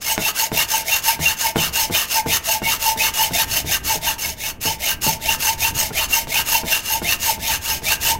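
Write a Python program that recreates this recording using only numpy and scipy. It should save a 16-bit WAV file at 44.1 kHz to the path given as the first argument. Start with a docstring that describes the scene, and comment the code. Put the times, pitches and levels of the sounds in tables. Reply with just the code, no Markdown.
"""A hand hacksaw works quickly back and forth across a small metal drum held in a bench vise.
From the start a low handling rumble and faint shop air lie under the first stroke, whose passing
teeth scrape and ring the blade, frame and drum, with a short room echo. From the first turn on the
frame knocks at many turns; from the second stroke on, single modes often sing out as clear tones.
The rumble grows towards the middle and is strongest at the end, where the sawing still goes on."""
import sys
import numpy as np
from scipy import signal
from scipy.fft import rfft, irfft, next_fast_len
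from scipy.io import wavfile
from scipy.ndimage import uniform_filter1d

SR = 44100
rng = np.random.default_rng(int(sys.argv[2]) if len(sys.argv) > 2 else 0)


def master(y):
    """Save y as 16-bit WAV."""
    cut = np.clip(np.atleast_2d(y).T, -1, 1)
    pcm = np.round(cut * 32767)  # scale
    wavfile.write(sys.argv[1], SR, pcm.astype(np.int16))


def convert_level_to_amplitude(level_db):
    """Map a level in decibels to its linear amplitude factor."""
    exponent = np.asarray(level_db, float) / 20
    return 10 ** exponent


N = 361179  # length [samples]


def evened(x):
    """Scales a signal to rms 1."""
    return x / np.sqrt(np.mean(x ** 2) + 1e-20)


def read(points, hz):
    """Reads a table of values over frequency, in even steps of pitch."""
    table_hz, value = np.transpose(points)
    return np.interp(np.log(hz + 1), np.log(table_hz + 1), value)


def add(mix, s, sound):
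    """Mixes a sound in at time s [s]."""
    part = mix[max(round(s * SR), 0):][:len(sound)]
    part += sound[:len(part)]


def coloured(x, points):
    """Filters a signal by the spectrum of a table and scales it to rms 1."""
    size = next_fast_len(N)
    gain = convert_level_to_amplitude(read(points, np.fft.rfftfreq(size, 1 / SR)))
    return evened(irfft(rfft(x, size) * gain, size)[:N])


def resonate(x, hz, width):
    """Rings like one piece of metal at one pitch; white noise of rms 1 leaves with rms near 1."""
    r = np.exp(-np.pi * width / SR)
    ring = signal.lfilter([1], [1, -r * np.exp(2j * np.pi * hz / SR)], x).real
    return np.sqrt(2) * np.sqrt(1 - r ** 2) * ring


def wander(hz):
    """Slow chance of rms 1, changing about hz times a second."""
    size = max(round(SR / hz / 2), 1)
    noise = rng.standard_normal(N)
    return evened(uniform_filter1d(uniform_filter1d(noise, size), size))


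# Rumble strength over time, before a steady lift and chance: (time [s], level [dB])
RUMBLE_LEVEL = [(0.0, -48), (0.5, -47), (0.98, -47), (1.189, -44.5), (2.12, -45.5), (2.9, -42.5),
                (3.01, -41.5), (3.65, -36), (4.08, -40), (4.63, -43), (4.931, -39.5), (5.41, -38),
                (6.59, -39), (6.91, -39.5), (8.05, -37.5), (8.19, -31)]
# Tone colour of the rumble: (frequency [Hz], relative level [dB per Hz])
RUMBLE_COLOUR = [(20, -2), (35, -8), (60, 1.5), (100, -3.5), (160, -9.5), (280, -13), (500, -20),
                 (1500, -84)]
# Tone colour of the air in the shop: (frequency [Hz], relative level [dB per Hz])
AIR_COLOUR = [(60, -10), (150, 0), (400, -5), (800, -10), (1500, -24), (4000, -38), (15000, -52)]


def rumble():
    """Lumpy low noise of hands and bench, with the faint air of the shop above it."""
    s, db = np.transpose(RUMBLE_LEVEL)
    lumps_db = 2.0 * wander(8)
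    level_db = np.interp(np.arange(N) / SR, s, db) + lumps_db + 2.5
    low, air = rng.standard_normal((2, N))
    return convert_level_to_amplitude(level_db) * coloured(low, RUMBLE_COLOUR) + convert_level_to_amplitude(-49) * coloured(air, AIR_COLOUR)


# Saw strokes, pulls and pushes in turn, scrape level before the bites:
# (start [s], fastest moment [s], stop [s], scrape level [dB])
STROKES = [(0.0, .098, 0.19, -20), (.164, 0.277, .33, -19.5), (0.333, .414, .5, -18.5),
           (0.505, .607, .67, -19), (.664, 0.747, 0.86, -20), (.833, 0.935, 1.025, -19),
           (1.009, 1.091, 1.177, -18), (1.178, 1.287, 1.364, -19), (1.354, 1.453, 1.538, -20),
           (1.544, 1.624, 1.72, -20.5), (1.712, 1.798, 1.907, -18.5), (1.901, 1.965, 2.09, -18.5),
           (2.061, 2.164, 2.236, -19.5), (2.248, 2.344, 2.404, -18.5), (2.418, 2.52, 2.614, -19),
           (2.607, 2.717, 2.79, -19.5), (2.775, 2.884, 2.963, -19), (2.953, 3.054, 3.123, -18),
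           (3.117, 3.219, 3.32, -19), (3.296, 3.416, 3.457, -18.2), (3.46, 3.569, 3.64, -20.5),
           (3.638, 3.74, 3.795, -18.5), (3.823, 3.917, 4, -18), (4.0, 4.082, 4.166, -20.5),
           (4.167, 4.256, 4.365, -24), (4.358, 4.475, 4.533, -24.5), (4.598, 4.665, 4.785, -21),
           (4.773, 4.902, 4.96, -20), (5.002, 5.062, 5.195, -18.5), (5.188, 5.315, 5.38, -21),
           (5.373, 5.473, 5.573, -18.5), (5.565, 5.659, 5.73, -19), (5.731, 5.806, 5.92, -19.5),
           (5.91, 6.008, 6.082, -20), (6.073, 6.154, 6.268, -19.5), (6.262, 6.388, 6.443, -19.5),
           (6.435, 6.539, 6.64, -19), (6.631, 6.73, 6.84, -20.5), (6.808, 6.94, 7.02, -22),
           (7.005, 7.11, 7.18, -20.5), (7.179, 7.289, 7.38, -19), (7.376, 7.522, 7.6, -20),
           (7.594, 7.709, 7.82, -22), (7.81, 7.917, 7.98, -19.5), (7.99, 8.092, 8.17, -18)]


def motion():
    """Turns strokes into arches of speed 0-1, scrape level, place on the blade 0-1 and direction."""
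    rise_point, fall_point = 1.285, 1.67  # how pointed the scrape swells and dies
    t = np.arange(N) / SR
    speed, power, place, push = np.zeros((4, N))
    for k, (start, fastest, stop, db) in enumerate(STROKES):
        now = slice(round(start * SR), round(stop * SR))
        turn = np.pi * np.interp(t[now], [start, fastest, stop], [0, .5, 1])
        arch = np.abs(np.sin(turn))
        point = np.where(t[now] < fastest, rise_point, fall_point)
        power[now] += (convert_level_to_amplitude(db) * arch ** point) ** 2
        speed[now] = arch
        push[now] = k % 2
        place[now] = .5 - .5 * np.cos(turn) * (-1) ** k  # a pull runs 0 to 1, a push 1 to 0
    return speed, np.sqrt(power), place, push


def teeth(speed):
    """Each set of three teeth gives a tick of uneven size; chips and rubbing fill in a gritty hiss."""
    set_hz = 930 * speed * (1 + .06 * wander(60))  # three-tooth set patterns per second, slightly uneven
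    passed = np.cumsum(set_hz) / SR
    ticks = np.diff(np.floor(passed), prepend=0) * convert_level_to_amplitude(0.93 * rng.standard_normal(N))
    hiss = rng.standard_normal(N) * convert_level_to_amplitude(2.0 * wander(370))
    return (0.25 * evened(ticks) + evened(hiss)) * convert_level_to_amplitude(0.8 * wander(41))


# The teeth suddenly bite deeper (below zero, the dip and jump are reversed):
# (time [s], size of the bite [dB], scaled by the shape below)
BITES = [(.354, -1), (1.732, 2), (1.939, 4), (2.794, 14), (2.973, 8), (3.137, 10), (3.333, 14), (3.835, 4),
         (4.182, 16), (4.61, 2), (5.021, -4), (5.214, 2), (6.13, 6), (6.34, 6), (8.014, -3)]


def bites():
    """Gain that dips while the blade hangs, jumps at the bite and settles."""
    t, db = np.arange(-.03, .06, 1 / SR), np.zeros(N)
    hang = -.7 * np.exp(t / 0.0067)
    settle = 0.5 * np.exp(-t / 0.016)
    shape = np.where(t < 0, hang, settle)
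    for s, size_db in BITES:
        add(db, s + t[0], size_db * shape)
    return convert_level_to_amplitude(db)


def slide(x, hz, width):
    """A resonance that follows the curve hz: shift down, smooth twice, shift back; rms 1."""
    turn, r = np.exp(2j * np.pi * np.cumsum(hz) / SR), np.exp(-np.pi * width / SR)
    smooth = signal.lfilter([1], [1, -2 * r, r ** 2], x / turn)
    return evened((turn * smooth).real)


# Tone colour of the broad scrape: (frequency [Hz], relative level [dB per Hz])
SCRAPE_COLOUR = [(60, -35), (150, -27.5), (700, -12.5), (1100, -24), (1400, -19.5), (2400, -9), (3300, -11),
                 (6400, -8.5), (9100, -14), (12000, -9), (14300, -10.5), (15300, -11.5), (15800, -11.5)]
# The blade between cut and frame shortens on a push and its ring slides up, back down on a pull:
# (place on the blade [0-1], frequency [Hz], relative level [dB])
BLADE_SLIDE = [(0, 3350, 4), (.3, 3040, -25), (.55, 2770, -8.5), (.8, 2360, 3.5), (.95, 1940, 2),
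               (1, 1450, 13)]
# Modes (natural ringing pitches) of saw and drum: (frequency [Hz], width [Hz],
# relative level on pull [dB], relative level on push [dB], place where it is best driven [0-1])
BODY_MODES = [(642, 51, -17, -16.5, 1), (888.3, 23, -11.5, -13, 0.56), (2136, 83, -20, -18, 0.92),
              (2503, 117, -13.5, -11, 0.7), (2780, 134, -10, -8, 0.34), (3046, 62, -11, -9, 0.54),
              (3640, 130, -30, -13.5, 0.74), (4425, 46, -12, -12.5, 0.38), (5226, 58, -13.5, -20, 0.54),
              (6000, 96, -12.5, -10.5, 0.56), (6277, 180, -10.5, -11.5, 0.4), (6550, 200, -5.5, -6.5, 0.6),
              (6680, 150, -10.5, -15, 0.12), (8100, 104, -12.5, -19, 0.56), (8460, 97, -27, -34, 0.5),
              (11420, 200, -9.5, -10, 0.43), (12500, 110, -43, -33, 0.4), (12900, 510, -6.5, -8, 0.56),
              (14130, 340, -10.5, -11.5, 0.42), (15100, 570, -9, -9.5, 0.6)]
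# Modes of the free span of blade: (frequency [Hz], width [Hz],
# relative level on pull [dB], relative level on push [dB], place where it is best driven [0-1])
SPAN_MODES = [(1215, 254, -18.5, -13.5, 0.17), (1587, 57, -15.5, -13, 0.31), (1815, 135, -21, -15.5, 0.37)]


def saw():
    """The teeth drive a broad scrape and the modes, each best at its own place along the blade."""
    speed, level, place, push = motion()
    level = level * bites()
    rasp = evened(teeth(speed))
    where, hz_at, db_at = np.transpose(BLADE_SLIDE)
    slide_hz = np.interp(place, where, hz_at)
    load_db = -14.0 * (1.5 - push)  # the push loads the blade
    slide_gain = convert_level_to_amplitude(np.interp(place, where, db_at) + load_db + 2.8 * wander(33))
    main_ring = convert_level_to_amplitude(-13) * slide(rasp, slide_hz, 420)
    low_ring = convert_level_to_amplitude(-19) * slide(rasp, .32 * slide_hz, 100)
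    blade = slide_gain * (main_ring + low_ring)
    out = level * (convert_level_to_amplitude(1.0) * coloured(rasp, SCRAPE_COLOUR) + 0.88 * blade)
    for k, (hz, width, pull_db, push_db, best) in enumerate(list(BODY_MODES) + list(SPAN_MODES)):
        stroke_db = pull_db + push * (push_db - pull_db)
        grip_db = stroke_db - 35 * (place - best) ** 2 + 2.72 * wander(27.4)
        # every other mode is turned upside down
        out += (-1) ** k * resonate((rasp + blade) * level * convert_level_to_amplitude(grip_db), hz, width)
    # slow teeth lose their treble: below 0.38 of full speed it fades out above 7100 Hz
    dull = signal.sosfiltfilt(signal.butter(2, 7100, fs=SR, output="sos"), out)
    return dull + (out - dull) * np.clip(speed / 0.38, 0, 1)


# How long the room echo takes to fall by 60 dB: (frequency [Hz], fall time [s])
ROOM_DECAY = [(200, 0.39), (1000, 0.54), (4000, 0.18), (15000, 0.18)]


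def room(x):
    """Echoes as sparse taps of random sign, each band of pitch dying at its own speed."""
    taps = np.zeros(SR // 2)
    at = np.arange(200, len(taps) - 20, 20)
    taps[at + rng.integers(0, 20, len(at))] = rng.choice([-1., 1.], len(at))
    hz, t, bands = signal.stft(taps, SR, nperseg=256)
    fade = convert_level_to_amplitude(-60 * t / read(ROOM_DECAY, hz)[:, None])
    tail = signal.istft(bands * fade, SR, nperseg=256)[1]
    return signal.fftconvolve(x, tail / np.linalg.norm(tail))[:N]


# Modes that lock faintly by chance near the fastest moment, before a small random detune and spread:
# (frequency [Hz], share of strokes [0-1], level over the stroke's scrape level [dB])
FAINT_MODES = [(669.7, .08, -9), (908, .3, -9), (2190, .3, -10), (2760, .3, -9.5), (2970, .18, -13)]


def faint_sings():
    """Draws by chance, for every stroke and mode, faint tones as rows like those of SINGS."""
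    rows = []
    for _, fastest, _, scrape_db in STROKES:
        for hz, share, mode_db in FAINT_MODES:
            late, sharp, loud = rng.standard_normal(3)
            if rng.random() < share:
                middle = fastest + .016 * late
                db = scrape_db + mode_db + 2.0 * loud
                rows.append((middle, hz * (1 + .012 * sharp), db, .016))
    return rows


# The frame knocks as the blade takes up the load:
# (time [s], relative level [dB], sharpness [0-1], crack level over the knock's level [dB])
KNOCKS = [(0.176, -16, 0.8, 13), (0.515, -14, 0.42, 0), (1.19, -15, 0.1, -4), (1.556, -9, 0.63, -3),
          (1.896, -15, 0.32, -11), (2.258, -12, 0.3, -13), (2.616, -16, 0.44, -10), (2.959, -23, 0.35, -3),
          (3.306, -17, 0.33, -20), (3.643, -23.5, 0.38, -8), (3.953, -23.5, 0.53, -1),
          (4.651, -17.5, 0.36, -8), (5.063, -13, 0.44, -3), (5.903, -24, 0.64, -12),
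          (6.269, -25.5, 0.45, 8), (6.631, -19.5, 0.52, -15), (7.015, -17.5, 0.52, -22),
          (7.376, -28, 0.55, -6), (7.819, -25.5, 0.5, -10)]
# Low modes rung by a knock, before each knock's own pitch scale and tilt; the bench under the vise
# swings up late: (frequency [Hz], relative level [dB], time to fall by 60 dB [s], rise time [s])
KNOCK_MODES = [(88, -6, 0.1, 0.0093), (159.5, -1, 0.11, 0.0096), (246, -7.5, 0.058, 0.005),
               (318, 4, 0.022, 0.00066), (429, -4.5, 0.054, 0.00063), (620, -3, 0.029, .0005),
               (763, -4, 0.019, 0.00044), (1410, -8, 0.023, 0.00033), (2150, -10, 0.012, .0003)]


def knocks():
    """A light touch, the blow with its crack, and loose bounces ring the frame's low modes."""
    t = np.arange(round(.12 * SR)) / SR
    out, blow = np.zeros(N), round(0.002514 * SR)  # the blow follows the touch [samples]
    for s, db, sharp, crack_db in KNOCKS:
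        hits = np.zeros(round(.06 * SR))
        hits[[0, blow]] = -.15, 1
        delays = np.cumsum(.003 + .007 * rng.random(5))  # bounces after the blow [s]
        signs = np.sign(rng.random(5) - .5)
        hits[blow + (delays * SR).astype(int)] = 0.71 * np.exp(-delays / 0.023) * signs
        pitch = 0.944 + 0.14 * rng.random()
        ring = np.zeros(len(t))
        for hz, mode_db, t60, rise in KNOCK_MODES:
            tilt_db = -7.5 * (0.5 - sharp) * np.log2(hz / 150)  # a sharp knock is brighter
            swell = convert_level_to_amplitude(mode_db + tilt_db - 60 * t / t60) * (1 - np.exp(-t / rise))
            ring += swell * np.cos(2 * np.pi * hz * pitch * t)
        snap = -np.exp(-((t - .0003) / .00009) ** 2)  # metal meets metal for a tenth of a millisecond
        fizz = .5 * np.exp(-t / 0.0011) * uniform_filter1d(rng.standard_normal(len(t)), size=4)
        add(out, s, convert_level_to_amplitude(db) * signal.fftconvolve(hits, ring))
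        add(out, s + 0.00289, convert_level_to_amplitude(db + crack_db) * (snap + fizz))
    return out


# The clearest moments when the teeth lock onto one mode and it sings, before small flutters:
# (middle [s], frequency [Hz], level at the middle [dB], half length [s])
SINGS = [(0.254, 2716, -22.5, 0.029), (0.419, 908, -29, 0.027), (.59, 916, -25.5, .023),
         (.591, 2753, -15, 0.017), (.75, 894, -18.5, .015), (0.936, 2740, -19, .021),
         (1.09, 904, -17.5, 0.025), (1.276, 2740, -16.5, 0.024), (1.458, 907, -24, 0.03),
         (1.631, 2817, -23.5, .031), (1.776, 2809, -27, 0.037), (1.788, 914, -27, 0.02),
         (1.952, 2450, -22, 0.011), (1.973, 2760, -19.5, 0.013), (2.185, 892, -18, 0.031),
         (2.344, 2820, -24, 0.026), (2.567, 878, -24.5, 0.023), (2.663, 2208, -25.5, 0.025),
         (2.684, 906, -25.5, 0.024), (2.693, 2800, -27, 0.057), (2.893, 891, -20, 0.049),
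         (3.012, 2538, -20, 0.016), (3.027, 883, -25, 0.026), (3.035, 2787, -26, .025),
         (3.197, 2872, -27.5, .038), (3.213, 884, -18, .018), (3.362, 2744, -24, 0.017),
         (3.414, 889, -25, .028), (3.748, 2800, -23, .014), (3.919, 893, -23, .034),
         (4.079, 907, -22, .013), (4.085, 2814, -21.5, 0.016), (4.713, 897.5, -26, 0.011),
         (4.895, 2860, -27, 0.039), (5.092, 900, -24, .016), (5.296, 905, -27, .032),
         (5.297, 2783, -19.5, 0.015), (5.503, 899, -21.5, .022), (5.653, 2716, -21.5, .02),
         (5.662, 911, -26.5, .035), (6.019, 2810, -21.5, .019), (6.136, 2788, -19.5, 0.011),
         (6.174, 906, -26.5, .021), (6.553, 929, -19, .013), (6.727, 2767, -17.5, 0.018),
         (6.897, 2799, -25.5, .024), (6.955, 903, -27, 0.031), (7.1, 2692, -18.5, 0.015),
         (7.239, 2824, -26.5, 0.016), (7.294, 900, -17.5, 0.014), (7.506, 893, -21.5, 0.024),
         (7.879, 2325, -23, .015), (8.12, 903, -23, 0.046)]


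def singing():
    """A locked mode, clear or faint, swells and dies as a slightly unsteady tone."""
    out = np.zeros(N)
    wobble, flutter, chatter = wander(38.3), wander(49), wander(82)
    for s, hz, db, half in list(SINGS) + faint_sings():
        t = np.arange(-2 * half, 2 * half, 1 / SR)
        now = np.clip(np.round((s + t) * SR).astype(int), 0, N - 1)
        unsteady_db = 0.0011 * hz * flutter[now] + 1.83 * chatter[now]
        swell_db = db - 10.5 * (t / half) ** 2 + unsteady_db
        phase = 2 * np.pi * (hz * t + rng.random()) + (0.51 + 0.0003 * hz) * wobble[now]
        add(out, s + t[0], np.sqrt(2) * convert_level_to_amplitude(swell_db) * np.sin(phase))
    return out


def scene():
    """Saw, knocks and singing modes with their room echo, over the rumble."""
    near = saw() + knocks() + singing()
    return (near + convert_level_to_amplitude(-13) * room(near) + rumble())[None]


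def top_cut(x):
    """Nothing passes above the cut-off."""
    return signal.sosfilt(signal.butter(12, 16170, fs=SR, output="sos"), x)


def record(dry):
    """The small microphone rounds off the peaks, then a steep filter removes the top treble."""
    rounded = 1.1 * np.tanh(dry / 1.1)
    low_pass = signal.firwin(511, 15850, window=("kaiser", 9), fs=SR)  # edge [Hz]
    finished = signal.oaconvolve(rounded, low_pass[None], "same")
    return top_cut(finished)


dry = scene()
out = record(dry)
master(out)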